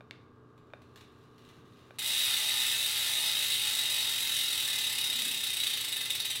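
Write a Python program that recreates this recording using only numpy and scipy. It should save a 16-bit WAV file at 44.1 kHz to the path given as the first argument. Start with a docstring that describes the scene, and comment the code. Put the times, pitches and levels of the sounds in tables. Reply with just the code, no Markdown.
"""A knock of a bicycle crank comes first, then more knocks, a few chain clinks and a soft chain rustle.
Then the crank is held and the wheel coasts on its stand: the freewheel pawls drop over the ratchet teeth,
a buzz that slowly thins into separate clicks. A motor hums in the small workshop throughout.
Knocks and clicks are sharp pushes or tiny noise bursts that make metal ring; the hum is a sum of sines.
It is heard in mono from beside the rear tyre."""
import sys
import numpy as np
from scipy import signal
from scipy.fft import rfft, irfft
from scipy.io import wavfile

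SR = 44100
rng = np.random.default_rng(int(sys.argv[2]) if len(sys.argv) > 2 else 0)


def bounce(signal):
    """Save signal as a 16-bit WAV file at the path given by the first command-line argument."""
    frames = np.transpose(np.atleast_2d(signal))
    limited = np.clip(frames, -1, 1)
    pcm = np.round(limited * 32767).astype(np.int16)
    wavfile.write(sys.argv[1], SR, pcm)


N = 282240
TIME = np.arange(N) / SR
FREQ = np.maximum(np.fft.rfftfreq(16384, 1 / SR), 1)  # starts at 1 Hz so that logarithms work


def undb(db):
    """Turn decibels into a gain."""
    return 10 ** (np.asarray(db) / 20)


def unit(x):
    """Scale to an rms of 1."""
    return x / np.sqrt(np.mean(x ** 2))


def curve(rows, at):
    """Join rows of (x, value) by straight lines."""
    return np.interp(at, *np.transpose(rows))


def colour(points, freq=FREQ):
    """Gain curve through (frequency [Hz], level [dB]) points, straight on a log-frequency axis."""
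    hz, db = np.transpose(points)
    return undb(np.interp(np.log(freq), np.log(hz), db))


def resonances(modes):
    """Gain curve with one peak for each (frequency [Hz], width [Hz], level [dB])."""
    power = 0
    for hz, width, db in modes:
        detuning = (FREQ ** 2 - hz ** 2) / (FREQ * width)
        power = power + undb(db) ** 2 / (1 + detuning ** 2)
    return np.sqrt(power)


def ring(x, gain):
    """Make a body with this gain curve ring: its response starts at the push and has unit energy."""
    # folding the cepstrum forward in time gives the minimum-phase response
    cepstrum = irfft(np.log(gain))
    half = len(cepstrum) // 2
    response = irfft(np.exp(rfft(2 * cepstrum[:half], 2 * half)))[:half]
    return signal.fftconvolve(x, response / np.linalg.norm(response))[:N]


def impulses(times, sizes):
    """One sharp push, a single sample long, at each time."""
    return np.bincount(np.maximum(times * SR, 0).astype(int), sizes, N)[:N]


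def chatter(times, sizes, contact_s):
    """Each contact is a tiny, quickly dying noise burst of steel on steel."""
    decay = np.exp(-1 / (contact_s * SR))  # power kept from one sample to the next
    pushes = impulses(times, sizes ** 2) + 1e-18  # the tiny offset keeps the power above zero
    power = signal.lfilter([1 - decay], [1, -decay], pushes)
    return np.sqrt(power) * rng.standard_normal(N)


# How long the workshop's reverberation takes to fall by 60 dB: (frequency [Hz], decay time [s])
ROOM = [(200, 0.38), (2000, 0.49), (4500, 0.48), (9000, 0.3), (15000, 0.24)]


def tail(build_s=0.0033):
    """A random, diffuse echo of the workshop, of unit energy; each frequency dies at its own pace."""
    t = TIME[:SR // 2]
    spectrum = rfft(rng.standard_normal(len(t)))
    freq = np.fft.rfftfreq(len(t), 1 / SR)
    hz, decay_times = np.transpose(ROOM)
    echo = 0
    # overlapping bands share the spectrum between neighbouring frequencies of the table
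    for band, decay_s in zip(np.eye(len(hz)), decay_times):
        echo = echo + irfft(spectrum * np.interp(freq, hz, band), len(t)) * undb(-60 * t / decay_s)
    echo = echo * (1 - np.exp(-(t / build_s) ** 2))  # the echo takes a moment to build up
    return echo / np.linalg.norm(echo)


def room(x, wet_db):
    """Add the workshop's reverberation to a source at rest."""
    return x + undb(wet_db) * signal.fftconvolve(x, tail())[:N]


def turning_room(x, angle, wet_db, count=3):
    """A turning source sweeps its lobes round the room, so the mix of echo paths keeps changing."""
    echoes = 0
    for k in range(1, count + 1):
        for wave in (np.cos, np.sin):
            echoes = echoes + signal.fftconvolve(x * wave(k * angle), tail())[:N]
    return x + undb(wet_db) * echoes / np.sqrt(count)


MOTOR_HZ = 30.44  # turns per second
# Hum of the motor: (multiple of the turning rate, rms level [dB])
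HUM = [(3, -75), (4, -63.5), (5, -76.5), (8, -68), (9, -77), (10, -69.5), (12, -74.5), (13, -71), (14, -70),
       (15, -72.5), (29, -81.5), (32, -86), (35, -75), (36, -77), (38, -72), (39, -80), (40, -80),
       (41, -75), (42, -89), (47, -82), (53, -79.5)]
# Colour of the still air in the room: (frequency [Hz], relative level per Hz [dB])
AIR = [(25, -17), (42, -18), (60, -20), (80, -4), (118, -5.5), (176, -9.5), (300, -10.5), (420, -10),
       (600, -17.5), (850, -20), (1200, -18), (1650, -25), (1950, -32.5), (15000, -60)]


def workshop(air_db=-61):
    """A motor hums as steady sines at multiples of its turning rate, over the noise of still air."""
    hum = 0
    for k, db in HUM:
        turns = k * MOTOR_HZ * TIME + rng.random()
        hum = hum + undb(db) * np.sqrt(2) * np.sin(2 * np.pi * turns)
    return hum + undb(air_db) * ring(rng.standard_normal(N), colour(AIR))


# Soft low rubbing as the bike is handled: (time of the peak [s], length [s], centre [Hz], level [dB])
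RUBS = [(1.65, 0.6, 185, -65), (5.25, 0.26, 232, -55)]


def rubs(width_hz=170):
    """Noise through one low, broad resonance swells and dies smoothly."""
    total = 0
    for s, length, hz, db in RUBS:
        swell = undb(db) * np.exp(-(2 * (TIME - s) / length) ** 2)
        # squaring makes the slopes steeper and the peak narrower
        total = total + swell * ring(rng.standard_normal(N), resonances([(hz, width_hz, 0)]) ** 2)
    return total


# The running chain, before the room is added: (time [s], level [dB])
CHAIN = [(.55, -84.5), (1.05, -72.5), (1.3, -74.5), (1.5, -66), (1.62, -74), (1.8, -67.5), (1.97, -72.5),
         (2.1, -90)]
# The chain settling on the sprockets: (time [s], level [dB])
CHAIN_CLINKS = [(.578, -42), (0.819, -37.5), (0.959, -28), (0.975, -34), (1.009, -30.5), (1.381, -37),
                (1.489, -36)]
# Colour of the oily links: (frequency [Hz], relative level [dB])
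LINKS = [(300, -0.5), (600, -11), (1500, 0.5), (1950, -1), (2350, -4.5), (2850, 1), (3200, -2.5), (3750, 3),
         (4500, -7.5), (6000, -9.5), (8000, -13.5), (10500, -15), (15000, -19)]


def chain(count=2000, scatter_db=5.0, contact_s=.0016):
    """Many links tick faintly over the sprockets at random times, with a few clearer clinks."""
    end_s = CHAIN[-1][0]
    times = rng.uniform(0, end_s, count)
    sizes = unit(undb(scatter_db * rng.standard_normal(count)))
    # weigh the ticks so that the level does not depend on how many there are
    sizes = sizes * np.sqrt(end_s * SR / count)
    ticks = chatter(times, sizes * undb(curve(CHAIN, times)), contact_s)
    clink_times, clink_db = np.transpose(CHAIN_CLINKS)
    clinks = chatter(clink_times, undb(clink_db), contact_s=.003)
    return room(ring(ticks + clinks, colour(LINKS)), wet_db=-0.5)


# Knocks of crank and pedal: (time [s], level of the body [dB], metal tick relative to the body [dB])
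KNOCKS = [(.008, -25.5, -13), (.11, -33, 15.5), (.703, -39, -10), (.736, -17.5, -19), (1.908, -24.5, -30)]
# What a knock's body rings with, before its colour: (frequency [Hz], width [Hz], level [dB])
KNOCK_MODES = [(606, 110, 0.5), (850, 260, -10), (1540, 250, -0.5), (2420, 120, 0.5), (3680, 92, -2)]
# What the metal tick rings with, before its colour: (frequency [Hz], width [Hz], level [dB])
TICK = [(1710, 260, -3.5), (2170, 210, 1.5), (2700, 300, -2), (3600, 280, 1), (4350, 700, -6),
        (10000, 3000, -40)]


def knocks():
    """Crank and pedal knock close by: each push makes a dull body and a metal tick ring."""
    times, db, tick_db = np.transpose(KNOCKS)
    body_colour = colour([(200, -10.5), (500, 22), (4000, 10), (12000, -18)])
    tick_colour = colour([(500, 3), (1600, -1), (11000, -10), (15000, -16)])
    body = ring(impulses(times, undb(db)), resonances(KNOCK_MODES) * body_colour)
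    tick = ring(impulses(times, undb(db + tick_db)), resonances(TICK) * tick_colour)
    return room(body, wet_db=-11.5) + room(tick, wet_db=-10.5)


TEETH_PER_TURN, TOOTH_COUNT = 40, 195  # teeth on the ratchet, teeth that pass in all


def per_turn(tooth, peak_tooth, order=1):
    """A wave that repeats `order` times in each turn of the wheel."""
    return np.cos(2 * np.pi * order * (tooth - peak_tooth) / TEETH_PER_TURN)


# The crank stops [s]; the wheel's speed then, before the heavy spot's share [teeth/s]
RELEASE_S, START_TEETH_PER_S = 1.986, 70.4291
# Share of the wheel's speed the sprockets still have at release; teeth over which it falls to 1/e
SPROCKET_SHARE, SPROCKET_STOP_TEETH = .576252, 1.27163
# Steady friction [teeth/s squared] and air drag [share of speed lost per tooth] slow the wheel
FRICTION_TEETH_PER_S2, DRAG_PER_TOOTH = 10.79927, .0003554635
# Heavy spot: swing of the squared speed [(teeth/s) squared]; tooth where it hangs lowest, wheel fastest
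UNBALANCE, HEAVY_TOOTH = 85.4617, 13.4378
# The ratchet is slightly out of round: (waves per turn, share of the tooth spacing, widest tooth)
OUT_OF_ROUND = [(2, .01795, 8.06), (3, .01365, .466)]


def coast(tooth):
    """When each tooth passes: the sprockets come to rest, friction and drag slow the unbalanced wheel."""
    friction = FRICTION_TEETH_PER_S2 / DRAG_PER_TOOTH
    # squared speed stands for the energy of motion
    energy = (START_TEETH_PER_S ** 2 + friction) * np.exp(-2 * DRAG_PER_TOOTH * tooth) - friction
    speed = np.sqrt(energy + UNBALANCE * per_turn(tooth, HEAVY_TOOTH))
    # the pawls only feel the wheel's speed relative to the sprockets
    rate = speed * (1 - SPROCKET_SHARE * np.exp(-tooth / SPROCKET_STOP_TEETH))
    spacing = 1
    for waves, share, widest in OUT_OF_ROUND:
        spacing = spacing + share * per_turn(tooth, widest, order=waves)
    gap = spacing / rate
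    return RELEASE_S + np.cumsum(gap) - gap


# The pawls drop almost together: (lag [s], level [dB])
PAWLS = [(0, -1.5), (.0011, -10), (.0023, -0.5)]
# Reflections from floor, bench and walls: (delay, where the direct sound has 0.0011 [s], level re direct [dB])
REFLECTIONS = [(.0043, 6), (.0056, 3.5), (.0069, 3), (.0081, 4), (.0124, 5)]
# Broad colour of a pawl click: (frequency [Hz], relative level [dB])
CLICK = [(300, -44.5), (550, -18.5), (1100, -14.5), (1600, -8), (2000, -8.5), (2700, -1.5), (3600, -1.5),
         (4300, -2), (5500, -4), (7000, -4), (8200, -2), (11000, -2.5), (15500, -5)]
# Resonances of hub and sprockets: (frequency [Hz], width [Hz], level above the broad colour [dB])
HUB = [(1375, 60, 4), (1792, 90, 7), (2010, 40, 10), (2092, 35, 8), (2187, 35, 7), (2535, 53, 8),
       (2620, 35, 9), (2875, 130, 7.5), (3143, 28, 11), (3276, 22, 8), (3520, 110, 8), (3680, 104, 13.5),
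       (3815, 85, 16.5), (3915, 90, 8), (4440, 90, 3), (4544, 25, 4), (4737, 20, 5), (5070, 50, 7),
       (5295, 22, 5), (5830, 94, 4), (7970, 220, 4), (8495, 143, 1), (9444, 200, 5), (10200, 97, 1),
       (11410, 80, 3)]


def pawl_clicks(times, size, lead_s=.0011, jitter_s=.0004, scatter_db=1.8, contact_s=0.00083,
                path_jitter_s=.0003):
    """The pawls land a little apart; the tyre screens the direct path, so the reflections are strong."""
    delay, path_db = np.transpose([(0.0011, 0)] + list(REFLECTIONS))
    path_gain = undb(path_db) / np.linalg.norm(undb(path_db))
    arrivals, blows = [], []
    for lag, db in PAWLS:
        late, force = rng.standard_normal((len(times), 2)).T
        # the paths shift as the hub turns
        shift = path_jitter_s * rng.standard_normal((len(times), len(delay)))
        landing = times - lead_s + lag + jitter_s * late
        arrivals.append(landing[:, None] + delay + shift)
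        blows.append(np.outer(size * undb(db + scatter_db * force), path_gain))
    bursts = chatter(np.ravel(arrivals), np.ravel(blows), contact_s)
    return ring(bursts, colour(CLICK) * np.hypot(1, resonances(HUB)))


# The springs drop the pawls equally hard at any speed; only the first few drops are softer
DROP_DB, SOFT_START_DB, SOFT_START_TEETH = -1.82, -2, 2.1
# The drops swell twice a turn: depth each way [dB], a tooth at which they are hardest
DROP_SWELL_DB, HARD_TOOTH = 0.17, 12.2
# Low resonances of the wheel: (frequency [Hz], width [Hz], level before the curve is squared [dB])
WHEEL = [(597, 16, 2), (676, 66, -2), (838, 60, 1.5), (938, 140, -1.5), (1228, 58, 0), (1356, 40, -4.5),
         (1580, 17, -9), (1792, 59, 3), (2027, 234, 2.5)]


def freewheel(click_db=-6.5, ring_db=-14.0, floor_echo_s=.0056, floor_echo_db=1,
              wheel_db=-22, swell_db=2.5, loud_tooth=32, fade_db_per_s=-0.88):
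    """Each tooth drops the pawls and strikes the hub; the low ring swells once a turn and fades with time."""
    tooth = np.arange(TOOTH_COUNT)
    times = coast(tooth)
    soft_start = SOFT_START_DB * np.exp(-tooth / SOFT_START_TEETH)
    size = undb(DROP_DB + soft_start + DROP_SWELL_DB * per_turn(tooth, HARD_TOOTH, order=2))
    # the main blow follows the drop size and comes back once off the floor
    echo_times = times + floor_echo_s + .0003 * rng.standard_normal(len(times))
    blows = impulses(times, size) + impulses(echo_times, size * undb(floor_echo_db))
    hub = undb(ring_db) * ring(blows, colour(CLICK) * resonances(HUB))
    swell = swell_db * per_turn(tooth, loud_tooth) + fade_db_per_s * (times - RELEASE_S)
    wheel = ring(impulses(times, size * undb(wheel_db + swell)), resonances(WHEEL) ** 2)
    clicks = undb(click_db) * pawl_clicks(times, size)
    angle = 2 * np.pi * np.interp(TIME, times, tooth) / TEETH_PER_TURN
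    return turning_room(clicks + hub + wheel, angle, wet_db=0.57)


def scene():
    """All sources at one microphone, the same in both channels."""
    mono = workshop() + rubs() + chain() + knocks() + freewheel()
    return np.tile(mono, (2, 1))


def record(dry, top_hz=15800):
    """The recorder cuts steeply above its top frequency."""
    return signal.sosfilt(signal.ellip(12, .1, 80, top_hz, fs=SR, output="sos"), dry)


dry = scene()
out = record(dry)
bounce(out)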